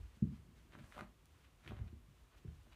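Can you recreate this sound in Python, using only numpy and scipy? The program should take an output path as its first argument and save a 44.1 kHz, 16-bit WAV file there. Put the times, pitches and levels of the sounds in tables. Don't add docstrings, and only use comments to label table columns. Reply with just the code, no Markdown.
import sys
import numpy as np
from scipy import signal
from scipy.fft import rfft, irfft
from scipy.io import wavfile

SR = 44100
rng = np.random.default_rng(int(sys.argv[2]) if len(sys.argv) > 2 else 0)


def dump(signal):
    limited = np.clip(np.atleast_2d(signal).T, -1, 1)
    pcm = np.round(limited * 32767).astype(np.int16)
    wavfile.write(sys.argv[1], SR, pcm)


N = 121275

# [f/Hz, level/dB]
ROOM_TONE = [(20, -13.5), (30, -17.5), (40, -1.5), (51, 10), (75, 3), (118, -5.5), (146, -5.5),
             (200, -13.5), (271, -14.5), (373, -19), (450, -23.5), (833, -28), (1120, -25.5), (1540, -29.5),
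             (3010, -31.5), (5010, -38), (6500, -37.5), (15000, -43.5)]
# [t/s, f/Hz, peak level/dB]
LANDINGS = [(0.01, 70, -47.5), (0.033, 65.8, -45.5), (.228, 185.3, -22), (0.2431, 161, -29.5),
            (0.255, 183, -28), (.297, 111.7, -52), (.321, 204, -45.5), (0.335, 175, -43.5),
            (0.174, 190, -57), (.402, 88, -52.5), (0.491, 177, -55.5), (0.754, 257, -52),
            (0.813, 193, -48.5), (0.844, 83, -54.5), (.972, 232, -52), (1.023, 237, -44), (1.034, 169, -51),
            (1.705, 128, -46), (1.7195, 263, -41.5), (1.737, 94.4, -48.5), (1.776, 83.3, -51),
            (1.801, 125, -44.5), (1.8187, 87.2, -38.5), (1.841, 148.2, -51), (1.873, 85.6, -57.5),
            (1.931, 250, -47.5), (1.939, 80.4, -49), (2.09, 141, -57), (2.111, 140, -58.5),
            (2.231, 53.5, -61), (2.451, 305.6, -47.5), (2.458, 144, -42.5), (2.486, 96.4, -43),
            (2.499, 133, -48.5), (2.512, 114, -50.5), (2.592, 91, -57), (2.676, 272, -59)]
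# [peak t/s, rise t/s, fall t/s, level/dB]
ROLLS = [(.02, 0.07, 0.017, -64.5), (.47, 0.039, 0.2, -68), (0.801, 0.063, 0.047, -61.5),
         (1.009, 0.022, .02, -55), (1.71, 0.032, 0.054, -54.5), (1.85, 0.069, 0.055, -62),
         (2.5, 0.021, .03, -69)]
# [f/Hz, level/dB]
ROLL_COLOUR = [(30, -19), (60, -5), (160, 0.5), (220, -5.5), (280, -0.5), (380, -8), (480, -18.5),
               (1000, -24.5), (3000, -50.5)]
# [f/Hz, level/dB]
FLOOR_COLOUR = [(30, -2.5), (55, 3), (100, 1), (130, 1), (160, 0), (200, 0.5), (240, -1.5), (280, -8.5),
                (315, -1), (370, 0.5), (600, -0.5)]
# [f/Hz, level/dB, 60 dB decay t/s]
FLOOR_MODES = [(54, -4.5, 0.28), (72.62, -9, 0.54), (85, -10.5, 0.14), (126.1, -6.5, 0.12),
               (156.4, -14, 0.64), (202.26, -5.5, 0.31), (241, -1, 0.38), (336, -7, 0.083),
               (388.4, -13, 0.16)]
# [peak t/s, rise t/s, fall t/s, level/dB]
BRUSHES = [(.03, 0.056, 0.22, -74), (.17, 0.023, 0.033, -74.5), (0.361, 0.041, .05, -73),
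           (.58, 0.021, 0.078, -73.5), (1.42, 0.105, 0.069, -76), (1.68, 0.062, 0.04, -72),
           (2.19, 0.065, 0.096, -79), (2.382, 0.011, 0.017, -70), (2.62, 0.23, 0.33, -77.5)]
# [f/Hz, level/dB]
FUR_COLOUR = [(300, 1), (1000, 1.5), (3000, -1), (5000, -8), (9000, -12.5), (15000, -22.5)]
# [t/s, level/dB]
SLIDE = [(.7, -90), (.85, -73.5), (.99, -71), (1.05, -83)]
# [f/Hz, level/dB]
SLIDE_COLOUR = [(1500, 12), (4000, 4), (9000, 4.5), (15000, -5.5)]
# [t/s, level/dB, f/Hz]
SNAPS = [(.7225, -49.5, 1980), (.735, -49.5, 1670), (.749, -63, 1700), (.752, -45.5, 1380),
         (0.7882, -46, 1930), (0.794, -66, 2000), (.923, -45.5, 1800), (.946, -54, 1400),
         (.9655, -44, 1112), (.9712, -48.5, 720), (0.9794, -41, 1080), (0.9909, -41, 1390),
         (0.995, -45, 1190), (1.002, -53, 1110), (1.009, -38.5, 1440), (1.021, -51.5, 1070),
         (1.0288, -49, 910), (1.663, -49, 1580), (1.6768, -39, 2760), (1.6815, -67, 2200),
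         (1.6888, -46.5, 2170), (1.7085, -44, 1160), (1.72, -48.5, 860), (1.769, -54, 1300),
         (1.79, -50.5, 2000), (1.875, -67, 1017), (2.479, -60, 1950), (2.668, -60, 690)]
# [peak t/s, rise t/s, fall t/s, level/dB, centre f/Hz]
DRAGS = [(.738, 0.016, 0.031, -65, 2080), (.794, 0.0058, .03, -64.5, 1840), (.845, 0.0092, 0.018, -71, 990),
         (.94, 0.017, .025, -63.5, 1880), (0.996, 0.023, 0.038, -61.5, 950),
         (1.451, 0.0085, 0.0087, -64.5, 2870), (1.655, 0.016, 0.024, -65.5, 1400),
         (1.682, 0.0046, 0.021, -60, 2370), (1.715, 0.0085, 0.034, -72, 740),
         (1.78, 0.0272, 0.044, -67.5, 1410), (1.88, 0.007, .015, -68, 2520),
         (2.348, 0.025, 0.014, -71, 1314), (2.729, 0.0077, 0.018, -64.5, 2410)]
# [f/Hz, level/dB]
RUG_COLOUR = [(100, 3), (250, -8), (600, 8), (800, 0.5), (1400, 2.5), (2000, -0.5), (3000, -2.5),
              (4000, -6.5), (4900, -13), (7000, -14.5), (15000, -17.5)]
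# [t/s, level/dB]
TICKS = [(.9898, -58), (1.0085, -53.5), (1.257, -53.5), (1.6759, -62), (1.6823, -62), (1.6914, -58),
         (2.384, -76), (2.553, -62.5), (2.634, -61)]

RUMBLE_DB, HISS_DB, SPLIT_HZ = -66.5, -74, 330
PUSH_CYCLES = 0.65
KNOCK_HZ, KNOCK_S, KNOCK_DB = 387, 0.0023, -26.5
RING_DB, THUMP_ROOM_DB, THUMP_T60_S = -57, -7, 0.29
SNAP_CYCLES = 1
SCUFF_S, SCUFF_DB = 0.0018, -6.5
CLAW_OCTAVES = 1.93
THREADS_PER_S, THREAD_SPREAD_DB = 1500, 4.5
CLAW_ROOM_DB, TICK_ROOM_DB, CLAW_T60_S = -5.5, -8, 0.22
TICK_S, TICK_HZ = 0.00039, 3900
TOP_HZ = 15300


def undb(db):
    return 10 ** (np.asarray(db) / 20)


def unit(x):
    return x / np.sqrt(np.mean(x ** 2))


def noise():
    return rng.standard_normal(N)


def convolve(x, response):
    return signal.fftconvolve(x, response)[:N]


def colour(x, points):
    size = 8192
    hz, db = np.array(points, float).T
    bins = np.fft.rfftfreq(size, 1 / SR) + 1
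    gain = undb(np.interp(np.log(bins), np.log(hz), db))
    cepstrum = irfft(np.log(gain))
    cepstrum[1:size // 2] *= 2
    cepstrum[size // 2 + 1:] = 0
    return convolve(x, irfft(np.exp(rfft(cepstrum))))


def cut(x, hz, kind, order=2):
    return signal.sosfilt(signal.butter(order, hz, kind, fs=SR, output="sos"), x)


def band(x, hz, octaves):
    edges = hz * 2 ** (np.array([-.5, .5]) * octaves)
    return cut(x, np.minimum(edges, SR / 2 - 1), "band", order=1)


def room(x, t60, wet_db, build_s):
    t = np.arange(N) / SR
    decay = np.exp(-np.log(1000) * t / t60)
    build = 1 - np.exp(-(t / build_s) ** 2)
    tail = noise() * decay * build
    return x + undb(wet_db) * convolve(x, tail / np.sqrt(np.sum(tail ** 2)))


def swells(t, table):
    power = np.zeros(len(t))
    for at, rise, fall, db in table:
        exponent = np.where(t < at, ((at - t) / rise) ** 2 / 2, (t - at) / fall)
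        power += (undb(db) * np.exp(-exponent)) ** 2
    return np.sqrt(power)


def room_tone():
    rumble = unit(cut(colour(noise(), ROOM_TONE), SPLIT_HZ, "low"))
    hiss = unit(cut(colour(noise(), ROOM_TONE), SPLIT_HZ, "high"))
    return undb(RUMBLE_DB) * rumble + undb(HISS_DB) * hiss


def thumps(t):
    push = unit(colour(noise(), ROLL_COLOUR)) * swells(t, ROLLS)
    for at, hz, db in LANDINGS:
        near = np.abs(t - at) < 10 / hz
        age = t[near] - at
        rocking = np.cos(2 * np.pi * hz * age) * np.exp(-(hz * age / PUSH_CYCLES) ** 2)
        since = np.maximum(age / KNOCK_S + 1, 0)
        knock = np.cos(2 * np.pi * KNOCK_HZ * age) * since * np.exp(1 - since)
        push[near] += undb(db) * (rocking + undb(KNOCK_DB) * knock)
    push = colour(push, FLOOR_COLOUR)
    boards = np.zeros(N)
    for hz, db, t60 in FLOOR_MODES:
        boards += undb(db) * np.cos(2 * np.pi * hz * t) * np.exp(-np.log(1000) * t / t60)
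    ringing = undb(RING_DB) * convolve(push, boards)
    return room(push + ringing, THUMP_T60_S, THUMP_ROOM_DB, build_s=0.011)


def fur(t):
    brushes = unit(colour(noise(), FUR_COLOUR)) * swells(t, BRUSHES)
    at, db = np.array(SLIDE).T
    sliding = (t > at[0]) & (t < at[-1])
    slide_level = undb(np.interp(t, at, db)) * sliding
    slide = unit(colour(noise(), SLIDE_COLOUR)) * slide_level
    return brushes + slide


def claw_snaps(t):
    snaps = np.zeros(N)
    age = t[:SR // 20]
    for at, db, hz in SNAPS:
        twang = np.sin(2 * np.pi * hz * age) * np.exp(-hz * age / SNAP_CYCLES)
        grain = unit(band(rng.standard_normal(len(age)), hz, CLAW_OCTAVES))
        scuff = grain * np.exp(-age / SCUFF_S)
        start = int(at * SR)
        snaps[start:start + len(age)] += undb(db) * (twang + undb(SCUFF_DB) * scuff)
    return snaps


def claw_drags(t):
    signs = rng.choice([-1, 1], N)
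    spread = np.minimum(rng.exponential(size=N), 3)
    sizes = signs * undb(THREAD_SPREAD_DB * spread)
    threads = (rng.random(N) < THREADS_PER_S / SR) * sizes
    drags = np.zeros(N)
    for at, rise, fall, db, hz in DRAGS:
        drags += unit(band(threads, hz, CLAW_OCTAVES)) * swells(t, [(at, rise, fall, db)])
    return drags


def claws(t):
    rug = colour(claw_snaps(t) + claw_drags(t), RUG_COLOUR)
    return room(rug, CLAW_T60_S, CLAW_ROOM_DB, build_s=0.001)


def ticks(t):
    level = np.zeros(N)
    for at, db in TICKS:
        level += undb(db) * (t >= at) * np.exp(-np.abs(t - at) / TICK_S)
    clicks = cut(noise() * level + 1e-18, TICK_HZ, "high", order=1)
    return room(clicks, CLAW_T60_S, TICK_ROOM_DB, build_s=0.0034)


def scene():
    t = np.arange(N) / SR
    mix = thumps(t) + claws(t) + ticks(t) + fur(t) + room_tone()
    return mix[None]


def record(dry):
    return signal.sosfilt(signal.ellip(8, .2, 60, TOP_HZ, fs=SR, output="sos"), dry)


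dry = scene()
out = record(dry)
dump(out)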